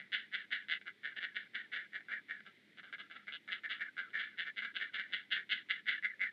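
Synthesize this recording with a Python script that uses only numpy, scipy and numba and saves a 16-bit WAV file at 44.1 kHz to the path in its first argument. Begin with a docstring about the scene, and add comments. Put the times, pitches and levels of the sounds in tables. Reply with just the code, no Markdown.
"""Heron chicks beg on a treetop nest at dusk, heard by an outdoor camera's small microphone.
From the start, "kak" calls sound over the night's hiss and a low hum. Each begins as a burst of
syrinx pulses ringing the throat and bill, dies away in a duller rasp, and echoes faintly off the trees.
The calls weaken around 3 s, build again, and end loudest, about six to the second."""
import sys
import numpy as np
from scipy import signal
from scipy.fft import rfft, irfft
from scipy.io import wavfile
from scipy.ndimage import uniform_filter1d
from numba import njit

SR = 44100
rng = np.random.default_rng(int(sys.argv[2]) if len(sys.argv) > 2 else 0)


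def to_wav(sig):
    """Store sig (one row per channel, or 1-D mono) as 16-bit WAV at the path in sys.argv[1].

    Samples outside -1..1 are clipped; the rate is SR.
    """
    pcm = np.clip(np.atleast_2d(sig), -1, 1) * 32767
    pcm = np.round(pcm).astype(np.int16)
    wavfile.write(sys.argv[1], SR, pcm.T)  # frames by channels


N = 278712

# Calls: onset t/s, throat peak level/dB, throat f/Hz, low-edge gain/dB, bill level/dB re throat,
# first pulse level/dB re full effort, rise t/s, fall t/s, rasp level/dB re full effort, rasp t/s,
# pulse rate f/Hz
CALLS = [(0.0, -37, 2040, 4, -7, 1.5, 0.0033, 0.037, -14.5, .036, 157),
         (.119, -25, 2000, -21, -1.5, -8, 0.022, 0.029, -10.5, 0.12, 219),
         (.315, -27, 1950, 4, -3, -23.5, 0.033, 0.011, -8.5, .085, 204),
         (.505, -25.5, 1952, -1, -3, -19, .021, 0.021, -10, .095, 248),
         (0.6841, -24.5, 2060, 7, -2.5, -11.5, 0.041, 0.014, -8.5, 0.032, 161),
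         (0.813, -44, 2270, -9, -7, 0.5, 0, .021, -16, .01, 220),
         (0.856, -32.5, 1667, -22, -7.5, -16, 0.016, 0.027, -14, .007, 180),
         (1.032, -30.5, 1874, -27, -5.5, -12.5, 0.019, 0.028, -9.5, .045, 153),
         (1.154, -33.5, 1893, -6, -3.5, -20, 0.013, .018, -1.5, .002, 210),
         (1.205, -28, 1917, -4, -6.5, -8.5, 0.034, 0.028, -14, .06, 173),
         (1.3453, -28.5, 1898, -25, -3.5, -13, .016, 0.018, -8, .085, 200),
         (1.535, -29.5, 1984, -4.5, -1.5, -20, 0.016, 0.015, -6.5, 0.11, 214),
         (1.717, -31.5, 2070, 15, -4, -14, 0.015, .006, -3.5, .021, 240),
         (1.75, -31, 1963, -8, -7, -12, 0.017, 0.016, -7, 0.071, 178),
         (1.921, -31, 1898, -32, -10, -18, 0.035, 0.017, -10.5, .009, 194),
         (1.989, -44.5, 1860, -11, -12, -20, 0.012, 0.017, -15, .003, 135),
         (2.084, -36.5, 1660, -3, -10, -6.5, 0.034, 0.0042, -1.5, .002, 246),
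         (2.117, -31, 1908, -17, -11.5, -9, 0.0093, 0.017, -9, .05, 214),
         (2.2843, -30.5, 1860, -11, -11, -12, 0.019, 0.054, -16, .046, 177),
         (2.405, -46.5, 1816, -4, -7, 12, 0.0017, .022, -22, .003, 200),
         (2.452, -43.5, 1650, 27, -3, -15, 0.011, 0.035, -14, .011, 190),
         (2.773, -40.5, 1800, 19, -4.5, -3, 0.0094, 0.016, -2, .004, 193),
         (2.831, -45, 1600, 25, -3.5, -7, 0, 0.018, -6.5, .053, 200),
         (2.9264, -34.5, 1677, 1.5, -8, -4, 0.013, 0.016, -17, .002, 212),
         (2.9823, -39.5, 1646, 30, -2, -13, .016, 0.028, -16, .036, 240),
         (3.099, -39, 1660, 17, -6.5, -9, 0.014, 0.019, -9, 0.012, 184),
         (3.153, -40, 2000, 32, -6, -3, 0.0086, 0.014, -10.5, .055, 275),
         (3.2696, -34, 2190, 20, -12.5, -9, 0.011, .022, -10, .015, 214),
         (3.323, -38.5, 1600, 23, 5, -5.5, 0.013, 0.023, -5.5, .006, 164),
         (3.4772, -34.5, 1805, 18, -9.5, 0, .024, .004, -6, .002, 210),
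         (3.508, -28, 2040, 22, 0.3, -12.5, 0.016, .016, -11, 0.051, 198),
         (3.635, -33, 1840, -7, -10, -4, 0.022, 0.013, -11.5, .009, 183),
         (3.692, -30, 1990, 22, -2.5, -9.5, .022, 0.029, -12, .045, 214),
         (3.7955, -30, 1866, -14.5, -11, -11, 0.016, 0.024, -10.5, .048, 187),
         (3.967, -28.5, 1610, -13, -11, -9, 0.027, 0.035, -16, .05, 188),
         (4.095, -52, 1623, -9, -2.5, -10, 0.0013, 0.014, -13, .002, 145),
         (4.1324, -28, 1874, -18, -12.5, -9, 0.016, .03, -2, .008, 210),
         (4.19, -32.5, 1835, 1, -0.5, -6.5, .009, 0.0083, -6.5, 0.14, 234),
         (4.373, -28.5, 1930, -6, -1.5, -19, 0.017, 0.015, -6.5, .052, 182),
         (4.453, -33, 1795, -7, -8.5, -15.5, 0.021, 0.02, -10, .004, 165),
         (4.561, -29.5, 2130, 6, -3.5, -15, 0.02, 0.029, -12.5, .006, 221),
         (4.621, -31.5, 1674, 5, -7, -3.5, 0.027, 0.019, -12, .04, 230),
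         (4.741, -30, 1643, -8, 2, -19, 0.02, 0.029, -14.5, .002, 188),
         (4.8, -29.5, 1876, -12, -6, -3.5, .021, 0.023, -9, .046, 196),
         (4.9247, -31.5, 1770, -3, 0, -25, 0.018, 0.018, -4.5, .006, 220),
         (4.974, -28, 1920, .1, -5, -7, 0.03, 0.019, -13, .066, 192),
         (5.091, -49.5, 2100, 1, -6.5, -2, 0.044, .005, -3, .002, 210),
         (5.123, -27, 1970, .1, 0.5, -8.5, 0.013, 0.014, -8, .096, 187),
         (5.304, -26.5, 1940, -4, 3.5, -17.5, 0.023, 0.02, -9, 0.022, 227),
         (5.364, -31, 1910, -3, -5.5, 1.5, 0.026, 0.02, -10.5, .019, 190),
         (5.492, -25, 2094, 9.5, 0.7, -14.5, 0.031, 0.015, -10.5, 0.079, 223),
         (5.687, -21.5, 2050, 14, -2, -21.5, 0.021, 0.024, -13, 0.068, 200),
         (5.857, -23, 2045, -9, -3.5, -23.5, 0.031, 0.017, -8, .084, 237),
         (6.025, -23.5, 2070, -17, -14, -13.5, 0.023, 0.026, -14, .07, 210),
         (6.1939, -23.5, 2120, -10, -15.5, -17, 0.026, 0.017, -6.5, 0.051, 204)]
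def chicks():
    """Superposition of the calls; air absorption over the distance takes the top off."""
    size = SR // 5
    calls = np.zeros(N + size)
    for onset, *settings in CALLS:
        start = int(onset * SR)
        calls[start:start + size] += kak(np.arange(size) / SR, *settings)
    return signal.sosfilt(signal.butter(3, 8000, fs=SR, output="sos"), calls[:N])


def kak(t, level_db, throat_hz, edge_db, bill_db, first_db, rise_s, fall_s, rasp_db, rasp_s, pulse_hz):
    """Source-filter principle: one burst from the syrinx drives throat, bill and chest in parallel."""
    hold_s, rasp_fade_db_per_s = 0.0028, 243.5
    corners = np.cumsum(np.maximum([0, rise_s, hold_s, fall_s, rasp_s], 1e-4))
    _, rise_end, hold_end, _, call_end = corners
    efforts_db = [first_db, 0, 0, rasp_db, rasp_db - rasp_fade_db_per_s * rasp_s]
    pulses = syrinx(t, corners, efforts_db, pulse_hz)
    source = add_breath(pulses, t - hold_end - fall_s / 2)
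    closing_s = np.maximum(t - rise_end, 0)
    sag = 2.5 * np.maximum(t - call_end + .04, 0) * (rasp_s > .04)  # long rasps droop at their end
    voice = throat(t, source, throat_hz, closing_s, sag, edge_db, bill_db)
    voice += bill(source, np.interp(t, corners, efforts_db), bill_db)
    return undb(level_db) * voice + chest(pulses, level_db)


def syrinx(t, corners, efforts_db, pulse_hz):
    """Self-sustained oscillation: pulses quicken to a settled rate and grow irregular as the call ages."""
    step = np.arange(50)
    period_noise, size_noise = rng.standard_normal((len(step), 2)).T
    jitter = np.clip((.04 + .008 * step) * period_noise, -.5, .5)
    periods = (1 + 0.2511 * np.exp(-step / 1.5) + jitter) / pulse_hz
    times = np.cumsum(periods) - periods[0]
    shimmer_db = 1.9 * size_noise + 1.5 * (-1) ** step  # strong and weak pulses alternate
    sizes_db = np.interp(times, corners, efforts_db) + shimmer_db
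    sounding = times <= min(corners[-1], t[-1])
    pulses = np.zeros(len(t))
    pulses[(times[sounding] * SR).astype(int)] = undb(sizes_db[sounding])
    return pulses


def add_breath(pulses, since_mid_fall_s):
    """Turbulence: a puff of air follows each pulse, and its share grows as the call falls."""
    puff_envelope = signal.lfilter([1], [1, -np.exp(-1 / (0.0057 * SR))], pulses)
    puffs = .3 * puff_envelope * rng.standard_normal(len(pulses))
    air_share = np.clip(.11 + 4.83 * np.maximum(since_mid_fall_s, 0), 0, .8)
    return (1 - air_share) * pulses + air_share * puffs


# Steady throat modes, beside the moving one and at its low edge: f/Hz, width/Hz, relative level/dB
SIDE_MODES = [(1530, 220, -7), (1720, 200, -5), (2090, 160, -4), (2330, 250, -12)]
EDGE_MODE = [(1416, 200, -30)]
def throat(t, source, throat_hz, closing_s, sag, edge_db, bill_db):
    """Cavity resonance: it rises as the bill opens, then sinks, narrows and loses its side modes."""
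    opening = 0.057 * np.exp(-t / 0.012)
    glide = np.clip(1 - opening - .6 * closing_s - sag, .5, 1.2)
    narrowing = np.exp(-6 * closing_s)
    main = ring(source / np.sqrt(narrowing), [(throat_hz, 260, 0)], glide, narrowing)
    sides_db = 4.5 + 0.42 * bill_db  # stronger with a wide-open, loud bill
    sides = undb(sides_db) * ring(source * undb(-45 * closing_s), SIDE_MODES)
    edge = undb(edge_db) * ring(source, EDGE_MODE)
    low_cut = signal.butter(4, 1157, "high", fs=SR, output="sos")
    return at_peak(signal.sosfilt(low_cut, main + sides + edge), 0)


# Bill modes, then the high ones that give the bite: f/centre_hz, width/Hz, relative level/dB
BILL_MODES = [(0.793, 396, -3.5), (0.914, 360, 4.5), (1.071, 500, 4), (1.244, 640, -10)]
BITE_MODES = [(1.4, 400, -8.5), (1.532, 358, -21.5), (1.8, 968, -38), (2.32, 786, -43)]
def bill(source, effort_db, bill_db, centre_hz=3172):
    """Modal excitation: harder pulses drive the bill's high modes more, so they sound brighter."""
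    body = ring(source * undb(0.33 * effort_db), BILL_MODES, centre_hz)
    bite = ring(source * undb(0.45 * effort_db), BITE_MODES, centre_hz)
    bite_db = -6 - 0.29 * bill_db  # the bite weakens less than the bill
    return at_peak(body + undb(bite_db) * bite, bill_db)


# Chest modes: f/Hz, width/Hz, relative level/dB
CHEST_MODES = [(248, 130, -3.5), (435, 110, -7), (680, 292, -4.5), (940, 77, -29)]
def chest(pulses, call_db):
    """Forced vibration: the chest follows the pulses alone and grows little with the call."""
    return at_peak(ring(pulses, CHEST_MODES), -48 + 0.33 * call_db)


def ring(x, modes, hz_scale=0.98, width_scale=1.):
    """Modal superposition: resonances of alternating sign, each applied twice for steep skirts."""
    total, ones = 0, np.ones(len(x))
    for k, (hz, width, db) in enumerate(modes):
        centre, bandwidth = hz * hz_scale * ones, width * width_scale * ones
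        once = resonator(x, centre, bandwidth)
        total = total + (-1) ** k * undb(db) * resonator(once, centre, bandwidth)
    return total


@njit
def resonator(x, hz, width):
    """Damped oscillator: a state-variable band-pass with moving centre and width, gain 1 at the centre."""
    y, band_state, low_state = np.empty(len(x)), 0., 0.
    for i in range(len(x)):
        g, damping = np.tan(np.pi * hz[i] / SR), width[i] / hz[i]
        band = (band_state + g * (x[i] - low_state)) / (1 + g * (g + damping))
        band_state = 2 * band - band_state
        low_state += 2 * g * band
        y[i] = damping * band
    return y


def tree_echoes(x, level_db=-17, t60_s=0.078):
    """Scattering: branches and trunks return a short, dense tail that decays exponentially."""
    t = np.arange(SR // 3) / SR
    response = rng.standard_normal(len(t)) * undb(-60 * t / t60_s) * (t > .006)
    return undb(level_db) * signal.fftconvolve(x, response / np.linalg.norm(response))[:N]


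# Spectrum of the night air: f/Hz, relative spectral density level/dB
NIGHT_SPECTRUM = [(41, -49), (90, -38.5), (122, -16.5), (190, -7.5), (315, -9), (578, -20), (800, -24.5),
                  (1080, -27.5), (1600, -15), (2060, -6.5), (2600, -19.5), (3500, -16), (4690, -29),
                  (6550, -37.5), (11000, -40.5), (15000, -47.5)]
def night_hiss(rms_db=-67.5):
    """Incoherent sources: far rustle and insects merge into noise whose low bands flicker most."""
    hz = np.maximum(np.arange(N // 2 + 1) * SR / N, 1)
    knots_hz, knots_db = np.array(NIGHT_SPECTRUM).T
    colour = undb(np.interp(np.log(hz), np.log(knots_hz), knots_db, left=-90, right=-90))
    spectrum = rfft(rng.standard_normal(N)) * colour
    edges_hz = 30 * 2 ** np.arange(0, 9.6, .5)  # half octaves
    hiss = np.zeros(N)
    for low, high in zip(edges_hz, edges_hz[1:]):
        band = irfft(spectrum * ((hz >= low) & (hz < high)), N)
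        flicker_db = np.clip(900 / low, .4, 1.6) * wander(14)
        hiss += undb(flicker_db) * band
    return hiss * undb(rms_db) / hiss.std()


# Partials of the low hum: f/Hz, rms level/dB
HUM_PARTIALS = [(104.2, -90), (208.4, -82)]
def hum():
    """Frequency modulation: a low tone and its octave waver slightly together."""
    phase_per_hz = 2 * np.pi * np.cumsum(1 + 0.0031 * wander(9.6)) / SR
    return sum(np.sqrt(2) * undb(db) * np.sin(hz * phase_per_hz) for hz, db in HUM_PARTIALS)


def wander(rate_hz):
    """Low-pass noise: random values, each held for 1 / rate_hz seconds, smoothed twice."""
    hold = int(SR / rate_hz)
    steps = np.repeat(rng.standard_normal(N // hold + 1), hold)
    return 1.7 * uniform_filter1d(uniform_filter1d(steps, hold), hold)[:N]


def undb(db):
    """Decibel law: level to amplitude ratio."""
    return 10 ** (np.asarray(db) / 20)


def at_peak(x, db):
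    """Normalisation to a given peak level."""
    return undb(db) * x / np.abs(x).max()


def scene():
    """Superposition: direct calls, their echoes and the background add in one channel."""
    calls = chicks()
    return (calls + tree_echoes(calls) + night_hiss() + hum())[None]


def record(dry):
    """Band limiting: the camera cuts off steeply above 15 kHz."""
    return signal.sosfilt(signal.ellip(8, .2, 40, 15000, fs=SR, output="sos"), dry)


dry = scene()
out = record(dry)
to_wav(out)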